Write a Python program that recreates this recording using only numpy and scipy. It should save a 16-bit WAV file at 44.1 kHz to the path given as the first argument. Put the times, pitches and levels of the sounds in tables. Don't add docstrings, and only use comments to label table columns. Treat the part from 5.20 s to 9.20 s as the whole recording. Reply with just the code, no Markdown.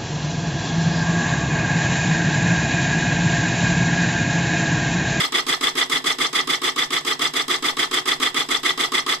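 import sys
import numpy as np
from scipy import signal
from scipy.fft import rfft, irfft
from scipy.io import wavfile
from scipy.ndimage import uniform_filter1d, map_coordinates

SR = 44100
rng = np.random.default_rng(int(sys.argv[2]) if len(sys.argv) > 2 else 0)


def wav_out(sig):
    wavfile.write(sys.argv[1], SR, np.round(np.clip(np.atleast_2d(sig).T, -1, 1) * 32767).astype(np.int16))


N = 176400
TIME = np.arange(N) / SR
TURN_S, FIRST_TURN_S = .14391, .1192
TURN_SIZE = round(TURN_S * SR)
TURN_TIME = np.arange(TURN_SIZE) / SR
GRIT_PER_S, BITE_PER_S = 900, 90


def from_db(db):
    return 10 ** (np.asarray(db) / 20)


def rms_one(x):
    return x / np.sqrt(np.mean(x ** 2) + 1e-20)


def curve(rows, at):
    return np.interp(at, *np.transpose(rows))


def at_hz(rows, hz):
    row_hz, value = np.transpose(rows)
    return np.interp(np.log(hz + 1), np.log(row_hz), value)


def sides(pan_db):
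    return pan_db * np.array([[.5], [-.5]])


def drift(per_s, at):
    return np.interp(at * per_s, np.arange(8192), rng.standard_normal(8192))


def flicker(spread_db, per_s):
    return from_db(spread_db * drift(per_s, TIME))


def swell(turn_s, centre_s, half_s):
    return np.cos(np.pi / 2 * np.clip((turn_s - centre_s) / half_s, -1, 1)) ** 2


def resonance(centre_hz, width_hz):
    return lambda hz: -20 * np.log10(1 + ((hz - centre_hz) / width_hz) ** 2)


# frequency in Hz, correlation from -1 to 1.
STEREO_LIKENESS = [(100, 0.98), (390, 1), (560, -0.098), (800, 0.66), (1000, -0.78), (1200, 0.19),
                   (1500, 0.19), (2050, 0.38), (2500, -0.38), (3300, 0.61), (5000, -0.13), (15000, 0.21)]
def colour(pair, db_at):
    hz = np.arange(N + 1) * SR / (2 * N)
    mid, side = rfft(pair, 2 * N)
    alike = np.clip(at_hz(STEREO_LIKENESS, hz), -1, 1)
    stereo = np.sqrt(1 + alike) * mid + np.sqrt(1 - alike) * side * [[1], [-1]]
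    cepstrum = irfft(np.log(from_db(db_at(hz))))
    cepstrum[..., 1:N] *= 2
    cepstrum[..., N + 1:] = 0
    return rms_one(irfft(stereo * np.exp(rfft(cepstrum)))[:, :N])


def rough_patch(force):
    patch = rng.standard_normal((2, TURN_SIZE)) * force
    for _ in range(5):
        spectrum = rfft(patch)
        bin_power = uniform_filter1d(abs(spectrum) ** 2, size=3)
        patch = irfft(spectrum / np.sqrt(bin_power + 1e-12), TURN_SIZE) / force
        local_power = uniform_filter1d(patch ** 2, size=128, mode="wrap")
        patch *= force / np.sqrt(local_power + 1e-12)
    return patch


def friction(levels, turn_s, fresh_share):
    patch = rough_patch(from_db(curve(levels, TURN_TIME)))
    same = np.array([map_coordinates(row, [turn_s * SR], order=3, mode="grid-wrap") for row in patch])
    grit = rms_one(rng.standard_normal((2, N)) * flicker(3, GRIT_PER_S))
    fresh = grit * from_db(curve(levels, turn_s))
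    return np.sqrt(1 - fresh_share) * same + np.sqrt(fresh_share) * fresh


# frequency in Hz, relative level in dB.
ROOM_NOISE_SPECTRUM = [(15, 8), (26, 4), (40, -16), (100, -25), (400, -15), (2000, -24), (8000, -33),
                       (16000, -53)]
def room_noise():
    return from_db(-57.5) * colour(rng.standard_normal((2, N)), lambda hz: at_hz(ROOM_NOISE_SPECTRUM, hz))


def workshop_reverb(motor, delay_s=.004, mid_t60_s=.19, treble_t60_s=.066, low_hz=460, split_hz=5600):
    t = np.arange(SR // 2) / SR
    white = rng.standard_normal((2, len(t)))
    mids = signal.sosfilt(signal.butter(2, [low_hz, split_hz], "band", fs=SR, output="sos"), white)
    treble = signal.sosfilt(signal.butter(2, split_hz, "high", fs=SR, output="sos"), white)
    tail = (mids * 1e-3 ** (t / mid_t60_s) - treble * 1e-3 ** (t / treble_t60_s)) * (t > delay_s)
    return from_db(-13) * signal.fftconvolve(motor, rms_one(tail) / np.sqrt(len(t)), axes=1)[:, :N]


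def drone(turn_s):
    shake = friction([(0, 0)], turn_s, fresh_share=.51)
    return from_db(-51.5) * colour(shake, resonance(centre_hz=152.2, width_hz=18.5))


# seconds into the turn, relative level in dB.
RATTLE_LEVELS = [(0, -4), (.018, -9.5), (.080, 2.5), (.088, -0.5), (.098, -5.5), (.114, -1), (.128, -25),
                 (.143, -11)]
def rattle(turn_s):
    chatter = friction(RATTLE_LEVELS, turn_s, fresh_share=.27)
    return from_db(-39.5) * colour(chatter, resonance(centre_hz=903, width_hz=267))


# frequency in Hz, width in Hz, lift in dB, left over right in dB.
HOUSING_MODES = [(261, 14, 10, -9.5), (295.6, 24, 10, 4.5), (367, 24, 14.5, 2.5), (439.7, 25, 12, -2.5),
                 (489, 23, 7, -4.5), (698, 23, 8.5, -1), (1151.6, 62, 5, 1), (1230, 117, 6.5, -5),
                 (1768, 17, 8, -10), (1929, 120, 10, -8), (2216, 120, 5, 8), (2480, 88, 3.5, -5),
                 (2835, 25, 5, -5), (3187, 154, 8, 3), (3523, 400, 9, -3.5), (3980, 90, 6.5, 9),
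                 (4790, 94, 9, -9.5), (5078, 146, 11.5, -1.5), (6230, 103, 7, -2), (7880, 380, 9, -2.5),
                 (9370, 360, 9, -1), (11770, 250, 10, -6), (13260, 250, 13, -12)]
def housing(shake, spectrum):
    def db_at(hz):
        lift_db = sum((db + sides(pan_db)) / (1 + (2 * (hz - mode_hz) / width_hz) ** 2)
                      for mode_hz, width_hz, db, pan_db in HOUSING_MODES)
        return at_hz(spectrum, hz) + lift_db
    return colour(shake, db_at)


# seconds into the turn, relative level in dB.
GROWL_LEVELS = [(0, -6), (.003, -1), (.014, -3), (.028, 1), (.066, -2.5), (.078, -12.5), (.105, -14.5),
                (.143, -22.5)]
# frequency in Hz, relative level in dB.
GROWL_SPECTRUM = [(20, -44), (90, -39.5), (140, -11.5), (195, -12), (250, 1), (400, -2.5), (490, -2.5),
                  (600, -11.5), (900, -33.5), (3000, -35.5)]
def growl(turn_s):
    jolt = friction(GROWL_LEVELS, turn_s, fresh_share=.16)
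    return from_db(-34.5) * housing(jolt, GROWL_SPECTRUM)


def skid(turn_s):
    scuff = rng.standard_normal((2, N)) * swell(turn_s, centre_s=.0868, half_s=.014)
    scuff *= flicker(spread_db=2, per_s=7.09)
    return from_db(-40) * colour(scuff, resonance(centre_hz=5500, width_hz=810))


# seconds into the turn, relative level in dB.
HISS_LEVELS = [(0, -15), (.0033, 1), (.0042, 4), (.009, -7), (.016, -5.5), (.028, 2.5), (.031, 5),
               (.042, 1), (.086, -5.5), (.093, -12), (.105, -12.5), (.118, -17.5), (.143, -24)]
# frequency in Hz, relative level in dB.
HISS_SPECTRUM = [(20, -40), (1500, -15), (4000, -4.5), (7000, 1), (9500, -6.5), (10700, -6.5),
                 (12000, -9.5), (14000, -28), (15500, -57)]
def hiss(turn_s):
    grit = friction(HISS_LEVELS, turn_s, fresh_share=.6) * flicker(1.75, BITE_PER_S)
    return from_db(-32.5 + sides(pan_db=-2)) * housing(grit, HISS_SPECTRUM)


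# centre in seconds into the turn, half length in seconds,
# pitch in Hz, level in dB, left over right in dB.
GRAB_SPOTS = [(.008, 0.0075, 1140, -27.5, 7), (0.022, 0.016, 1159, -25, -7),
              (0.042, 0.022, 1220, -34.5, -5), (0.032, .012, 2030, -20.5, -8),
              (0.037, 0.016, 3400, -22, 10), (0.0649, 0.018, 2090, -26.5, -13.5),
              (0.066, 0.0056, 3490, -18, 15.5), (.077, 0.015, 1965, -28.5, -11.5),
              (0.079, 0.007, 1270, -28, -10), (0.084, 0.0066, 4200, -26, -5), (0.138, .007, 3480, -66, -5)]
def squeaks(turn_s, waver_hz=49.5):
    out = 0
    for centre_s, half_s, hz, db, pan_db in GRAB_SPOTS:
        pitch_hz = hz + waver_hz * drift(301.2, TURN_TIME)
        cycles = np.cumsum(pitch_hz) / SR + rng.random()
        tone = np.sin(2 * np.pi * np.interp(turn_s, TURN_TIME, cycles)) * swell(turn_s, centre_s, half_s)
        out = out + tone * flicker(spread_db=2.6, per_s=6.86) * from_db(db + sides(pan_db))
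    return out


# seconds into the turn, relative pressure in dB.
CONTACT_PRESSURE = [(0, -31), (.003, -14), (.004, -3), (.011, -5), (.015, -12), (.020, -6.5), (.027, -1),
                    (.036, 3), (.046, -1), (.058, -2.5), (.066, 1.5), (.078, 0), (.083, -13), (.094, -18.5),
                    (.108, -16.5), (.120, -24.5), (.143, -25)]
# frequency in Hz, relative level in dB.
RASP_SPECTRUM = [(20, -54), (250, -34), (450, -23), (600, -15.5), (750, -11.5), (950, -4), (1400, -3.5),
                 (1700, -4), (2200, -5.5), (2600, -6), (3300, -4.5), (4500, -10), (6000, -15),
                 (9000, -23.5), (15000, -46.5)]
def rasp(turn_s):
    rub = friction(CONTACT_PRESSURE, turn_s, fresh_share=.36) * flicker(.6, BITE_PER_S)
    return from_db(-23.5) * housing(rub, RASP_SPECTRUM)


# time in seconds, gain in dB.
MIC_NEARNESS = [(0, -1), (.7, -0.4), (1.8, -1.5), (2.8, -0.8), (4, -1.06)]
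def scene():
    wobble_s = .000012 * drift(24.64, TIME)
    turn_s = (TIME - FIRST_TURN_S + wobble_s) % TURN_S
    motor = sum(source(turn_s) for source in (rasp, growl, drone, rattle, skid, hiss, squeaks))
    motor *= from_db(curve(MIC_NEARNESS, TIME))
    return room_noise() + motor + workshop_reverb(motor)


def record(dry):
    stop_db, stop_hz = 70, 16500
    return signal.sosfilt(signal.cheby2(12, stop_db, stop_hz, fs=SR, output="sos"), dry)


dry = scene()
out = record(dry)
wav_out(out)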